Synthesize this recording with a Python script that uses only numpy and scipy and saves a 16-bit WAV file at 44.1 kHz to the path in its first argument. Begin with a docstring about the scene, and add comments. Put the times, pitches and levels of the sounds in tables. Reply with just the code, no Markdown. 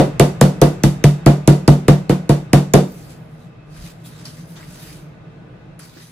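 """Kitchen: a metal mallet pounds chicken breast through plastic wrap on a plastic board. Each blow cracks on
the wrap, sends a falling bending wave through board and counter and rings them. The room echoes; a phone close
above overloads. Afterwards only an appliance rumble and soft rustling with small ticks remain. Near the end the
background drops."""
import sys
import numpy as np
from scipy import signal
from scipy.fft import rfft, irfft, next_fast_len
from scipy.io import wavfile
from scipy.ndimage import uniform_filter1d

SR = 44100
rng = np.random.default_rng(int(sys.argv[2]) if len(sys.argv) > 2 else 0)


def transcribe(signal):
    """Save signal, clipped to [-1, 1], as a 16-bit WAV file at the path in sys.argv[1]."""
    frames = np.atleast_2d(signal).T
    limited = np.clip(frames, -1, 1)
    pcm = np.round(limited * 32767).astype(np.int16)
    wavfile.write(sys.argv[1], SR, pcm)


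N = 269450
BLOW_N = 2 ** 14
BLOW_TIME_S, BLOW_FREQ_HZ = np.arange(BLOW_N) / SR, np.fft.rfftfreq(BLOW_N, 1 / SR) + 1e-3
LEFT_RIGHT = np.array([[1], [-1]])


def undb(db):
    """dB to gain."""
    return 10 ** (np.asarray(db) / 20)


def unit(x):
    """Scale to rms 1."""
    return x / np.sqrt(np.mean(x ** 2))


def decay(t, t60_s):
    """Exponential fall, 60 dB in t60_s."""
    return np.exp(-np.log(1000) * t / t60_s)


def bell(hz, centre_hz, width_oct):
    """Gaussian weight over log frequency."""
    return np.exp(-.5 * (np.log2(hz / centre_hz) / width_oct) ** 2)


def on_log(hz, table, column=1):
    """Interpolate a table over log frequency."""
    table = np.array(table, float)
    return np.interp(np.log(np.maximum(hz, 1)), np.log(table[:, 0]), table[:, column])


def band(hz, width_oct, size):
    """Bell-shaped noise band, rms 1."""
    f = np.fft.rfftfreq(size, 1 / SR) + 1e-3
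    return unit(irfft(rfft(rng.standard_normal(size)) * bell(f, hz, width_oct), size))


def walk(rate_hz):
    """Smooth random wander, rms 1."""
    hold = int(SR / rate_hz)
    steps = np.repeat(rng.standard_normal(N // hold + 1), hold)
    return unit(uniform_filter1d(uniform_filter1d(steps, hold), hold)[:N])


def pair(mid, side, share):
    """Mid and side to left and right."""
    share = np.clip(share, 0, 1)
    return np.array([mid + share * side, mid - share * side]) / np.sqrt(1 + share ** 2)


def add(out, x, start_s):
    """Mix stereo x into out."""
    i = int(round(start_s * SR))
    a, b = max(i, 0), min(i + x.shape[1], N)
    out[:, a:b] += x[:, a - i:b - i]


def flickering_bands(density_db, centres_hz, side_shares, envelope_db, flicker_db, rate_hz):
    """Stereo noise bands, each flickering about its level curve envelope_db(hz)."""
    bands_db = on_log(centres_hz, density_db) + 10 * np.log10(centres_hz)
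    bands_db -= 10 * np.log10(np.sum(10 ** (bands_db / 10)))
    out = 0
    for hz, db in zip(centres_hz, bands_db):
        level_db = db + flicker_db * walk(rate_hz) + envelope_db(hz)
        out += undb(level_db) * pair(band(hz, .15, N), band(hz, .15, N), on_log(hz, side_shares))
    return out


def wrap_crack(level_db, pitch_hz):
    """Mallet teeth meet the wrap: a short burst, one strong pitch over broad crackle."""
    t, peak_s = BLOW_TIME_S, .002
    burst = (t / peak_s) ** 4 * np.exp(4 - 4 * t / peak_s)
    tone = np.sin(2 * np.pi * pitch_hz * t)
    crackle = pair(band(5400, 1, BLOW_N), band(7700, .9, BLOW_N), .76)
    return undb(level_db) * (.68 * burst ** 2 * tone + .64 * burst * crackle)


def head_push(slap_db, slap_hz, shove_db, shove_hz):
    """Spectrum of the mallet head's push: a bright slap over a dull shove."""
    bright, dull = bell(BLOW_FREQ_HZ, slap_hz, .45), bell(BLOW_FREQ_HZ, shove_hz, .54)
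    slap = 2 * undb(slap_db) * bright / bright.sum()
    shove = 1.4 * undb(shove_db) * dull / dull.sum()
    return BLOW_N / 2 * (slap + shove)


def board_ring(boom_db, thump_db, knock_db, knock_hz):
    """Board and counter ring; each spot struck favours the modes near knock_hz."""
    # Modes: pitch_hz, level_db, t60_s
    modes = [(57, -8, 0.13), (126, -43.5, 0.046), (145.65, 0, 0.27), (185.9, -11.5, 0.36), (215, -3, 0.091),
             (246.2, -18.5, 0.29), (310, -9, 0.056), (328.6, -10, 0.16), (356, -12, 0.091),
             (412, -12, 0.12), (475, -11, 0.056), (516, -13, 0.15), (580, -23.5, 0.06),
             (690.6, -11.5, 0.15), (1313, -33, 0.13), (2000, -36.5, 0.33), (3590, -45, 0.37)]
    boom_top_hz, thump_top_hz = 165, 270
    t, out = BLOW_TIME_S, 0
    for hz, db, t60_s in modes:
        detune, scatter, skew = rng.standard_normal(3)
        if hz < boom_top_hz:
            db += boom_db
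        elif hz < thump_top_hz:
            db += thump_db
        else:
            db += knock_db - 3 + 6 * bell(hz, knock_hz, .17)
        db += 2.5 * scatter * min(hz / 300, 1)
        port_rad = skew * min(hz / 2290, .8) * LEFT_RIGHT  # upper modes differ between mic ports
        phase_rad = 2 * np.pi * hz * (1 + .0072 * detune) * t + port_rad
        build_up = 1 - np.exp(-t * hz / .25)  # quarter-cycle time constant
        out += undb(db) * build_up * np.sin(phase_rad) * decay(t, t60_s)
    return out


def bending_wave(spectrum):
    """The meat passes the force on late; bending delay then falls with the root of frequency."""
    f, meat_delay_s, delay_at_100hz_s = BLOW_FREQ_HZ, .00148, .008986
    lag_cycles = f * meat_delay_s + 2 * delay_at_100hz_s * np.sqrt(100 * f)
    return irfft(spectrum * np.exp(-2j * np.pi * lag_cycles), BLOW_N)


def kitchen_echo(knock_db, knock_hz, slap_db, crack_db):
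    """Dense echo of one blow, dying band by band."""
    # Room response: centre_hz, level_db, t60_s, side_share
    room = [(180, -23.5, 0.27, 0), (335, -19.5, 0.31, 0.35), (690, -18.5, 0.27, 0.62),
            (1000, -23.5, 0.28, 0.8), (1980, -27, 0.25, 1), (3994, -26, 0.28, 0.84), (7180, -29, 0.34, 1),
            (9420, -26.5, 0.27, 0.82), (12800, -33.5, 0.29, 0.2)]
    drive_db = [(600, knock_db), (2000, .53 * knock_db + .22 * slap_db), (8000, .47 * crack_db)]
    t, out = BLOW_TIME_S, 0
    early = .5 * np.exp(-t / .0088)  # near surfaces answer first
    for hz in 180 * 2 ** np.arange(0, 6.6, 1 / 3):
        noise = pair(band(hz, .14, BLOW_N), band(hz, .14, BLOW_N), on_log(hz, room, column=3))
        db = on_log(hz, room) + on_log(hz, drive_db) + 4 * bell(hz, knock_hz, .15)
        tail = decay(t, on_log(hz, room, column=2))
        out += undb(db) * noise * (early + tail)
    return out * np.clip((t - .003) / .0022, 0, 1)


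def mallet_blow(thump_db, boom_db, knock_db, knock_hz, crack_db, crack_hz, slap_db, slap_hz):
    """One blow: wrap crack, push and ring carried by the bending wave, echo."""
    fade = np.clip((BLOW_TIME_S[-1] - .03 - BLOW_TIME_S) / .08, 0, 1)
    crack = wrap_crack(crack_db, crack_hz)
    push = head_push(slap_db, slap_hz, shove_db=thump_db, shove_hz=1.1 * knock_hz)
    ring = board_ring(boom_db, thump_db, knock_db, knock_hz)
    body = bending_wave(push + rfft(ring * fade))
    echo = kitchen_echo(knock_db, knock_hz, slap_db, crack_db)
    pan_db = -.36  # left minus right
    return fade * (crack + body + echo) * undb(LEFT_RIGHT * pan_db / 2)


def appliance_rumble():
    """Low noise with wavering hum tones; the bass under 80 Hz swells briefly."""
    # Noise spectrum: freq_hz, density_db
    spectrum = [(15, -47), (25, -3), (84, -16.5), (102, -12), (157, 0), (270, -34), (301, -14.5),
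                (416, -21), (607, -19.5), (962, -27.5), (1190, -27.5), (2610, -34.5), (3080, -38.5),
                (13200, -65.5), (16000, -81)]
    # Bass swells: peak_s, boost_db
    swells = [(3.1, 0), (3.812, 16.5), (4.7, 7), (4.9, 7)]
    # Hum tones against the noise: pitch_hz, level_db
    hum = [(120, -13), (161, -10), (242, -16), (301, -18.5), (452, -22), (608, -31), (1195, -28.5),
           (1480, -29), (2589, -31.5), (3700, -36)]
    # Overall level: time_s, level_db
    levels = [(0, -29.5), (3, -36), (3.5, -40), (4.3, -38.5), (5.72, -39), (5.76, -40), (6.11, -47.5)]
    t, swell_width_s = np.arange(N) / SR, .049
    bass_db = sum(db * np.exp(-.5 * ((t - peak_s) / swell_width_s) ** 2) for peak_s, db in swells)
    centres_hz = 25 * 2 ** np.arange(0, 9.4, 1 / 3)
    side_shares = [(60, .25), (150, .13), (700, .9), (4000, 1)]
    out = flickering_bands(spectrum, centres_hz, side_shares, lambda hz: bass_db * (hz < 80),
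                           flicker_db=.62, rate_hz=12)
    for hz, db in hum:
        out += undb(db + 2.4 * walk(3.22)) * band(hz, 12 / hz, N)
    return undb(np.interp(t, *np.transpose(levels))) * out


def rustle_envelope_db(hz):
    """Level of one band: each rustle rises and falls; their powers add."""
    # Rustles: peak_s, level_db, rise_20db_s, fall_20db_s, tilt_db_per_oct
    rustles = [(2.974, -50.5, .2, 0.3, 3), (3.114, -47.5, 0.054, 0.07, -0.5), (3.34, -65, 0.095, .15, 3.5),
               (3.42, -58.5, .07, .12, -2.2), (3.77, -48.5, 0.098, 0.17, -3),
               (3.854, -42.5, 0.093, 0.12, -.6), (4.066, -44, 0.032, 0.066, 2.5),
               (4.2, -47.5, 0.24, .15, -2.2), (4.258, -40, 0.018, 0.083, -2), (4.38, -47.5, 0.18, 0.1, 0),
               (4.52, -52.5, 0.12, 0.093, 2.5), (4.566, -45, .015, 0.14, -4.5),
               (4.861, -41.5, 0.35, 0.21, -0.4), (5.799, -44, .012, .2, -1.1),
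               (5.98, -46.5, .08, 0.44, -1.5)]
    roundness = 1.7  # 1 pointed, 2 bell
    t, power = np.arange(0, N, 64) / SR, 1e-12
    for peak_s, db, rise_s, fall_s, tilt in rustles:
        from_peak = np.where(t < peak_s, (peak_s - t) / rise_s, (t - peak_s) / fall_s)
        power += undb(db - 20 * from_peak ** roundness + tilt * np.log2(hz / 5000)) ** 2
    return np.interp(np.arange(N) / SR, t, 10 * np.log10(power))


def rustling():
    """Soft bright noise, grainy as from many tiny creases."""
    # Rustle spectrum: freq_hz, density_db
    spectrum = [(500, -16), (900, -5), (1500, -0.5), (2940, -3.5), (4640, 1.5), (7000, -5), (10000, -1),
                (13500, -12), (16000, -1)]
    centres_hz = 600 * 2 ** np.arange(0, 4.8, 1 / 3)
    side_shares = [(1000, .92), (8000, .68)]
    noise = flickering_bands(spectrum, centres_hz, side_shares, rustle_envelope_db,
                             flicker_db=1.84, rate_hz=25)
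    grain_db = 1.1 * walk(rate_hz=300)
    return undb(grain_db) * noise


def small_ticks():
    """Ticks among the rustling: a snap, then a pitched noise tail."""
    # Ticks: start_s, level_db, pitch_hz, t60_s
    ticks = [(4.047, -47, 3460, 0.25), (4.254, -29, 4800, 0.18), (4.564, -40.5, 3600, 0.11),
             (4.6294, -42, 2040, 0.14), (5.7922, -33.5, 9500, 0.079), (5.796, -40, 1400, 0.058),
             (5.965, -35, 343, 0.22), (5.971, -45, 1650, 0.14)]
    size, snap_s = SR // 4, .001
    t, out = np.arange(size) / SR, np.zeros((2, N))
    for start_s, db, hz, t60_s in ticks:
        narrow = pair(band(hz, .14, size), band(hz, .29, size), .52)
        broad = pair(band(hz, .55, size), band(hz, .99, size), .97)
        envelope = np.exp(-t / snap_s) + decay(t, t60_s)
        add(out, undb(db) / 2 * (narrow + .5 * broad) * envelope, start_s)
    return out


def scene():
    """Blows over the rumble, then rustling and ticks."""
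    # Blows: time_s, thump_db, boom_db, knock_db, knock_hz, crack_db, crack_hz, slap_db, slap_hz
    blows = [(-0.010, 0.5, -4, 3.5, 530, -17, 7000, -20, 1700),
             (0.197, 3, -0.4, 3.5, 388.6, -5, 7390, -8, 2090),
             (0.412, 6, 1.5, 3, 500, -5.5, 7500, -14.5, 1250),
             (0.616, 1.5, 1.5, 4, 457, -7.5, 6120, -17, 1440),
             (0.836, 0.8, .6, -5, 320, -9.5, 5960, -13.5, 1780),
             (1.04, 1, 3, -4.5, 337, -10.5, 6110, -7, 1950),
             (1.262, 4.5, 4.5, 3.5, 310, -11.5, 4650, -14, 1860),
             (1.476, 5.5, 3.5, 2.5, 360, -8, 9900, -18.5, 2280),
             (1.678, 4.5, 4.5, 1.5, 335, -10, 4570, -16.5, 1750),
             (1.882, 5, 2.5, 1.5, 325, -13, 8950, -9.5, 1670),
             (2.095, -1, -6, -3.5, 314, -23.5, 4370, -20, 1900),
             (2.293, -0.7, -1, -1.4, 312, -17.5, 4560, -23.5, 2030),
             (2.532, 3, -0.8, 2, 297, -8, 5180, -8.5, 1960),
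             (2.737, 5.5, -0.1, 5.5, 417, -5, 6830, -14, 1940)]
    lead_s = .0015
    out = appliance_rumble() + rustling() + small_ticks()
    for time_s, *controls in blows:
        add(out, mallet_blow(*controls), time_s - lead_s)
    return out


def record(dry):
    """Phone: two mic ports hear the treble out of step; peaks flatten, both band edges are cut."""
    # Phase between the ports: freq_hz, left_lead_rad
    port_phase = [(0, 0), (3900, .5), (5200, 3.3), (6100, .9), (6900, 1.2), (16100, -16.5)]
    low_cut_hz, shelf_hz, top_hz, knee = 40, 14700, 16300, 9
    size = next_fast_len(N + 4096)
    f = np.fft.rfftfreq(size, 1 / SR)
    skew = np.exp(.5j * np.interp(f, *np.transpose(port_phase)) * LEFT_RIGHT)
    low_cut = f ** 4 / (f ** 4 + low_cut_hz ** 4)
    shelf = .1 + .9 / (1 + (f / shelf_hz) ** 40)
    ports = irfft(rfft(dry, size) * skew * low_cut * shelf, size)[:, :N]
    overloaded = ports / (1 + np.abs(ports) ** knee) ** (1 / knee)
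    lowpass = signal.ellip(8, .2, 55, top_hz, fs=SR, output="sos")
    return np.clip(signal.sosfilt(lowpass, overloaded), -1, 1)


dry = scene()
out = record(dry)
transcribe(out)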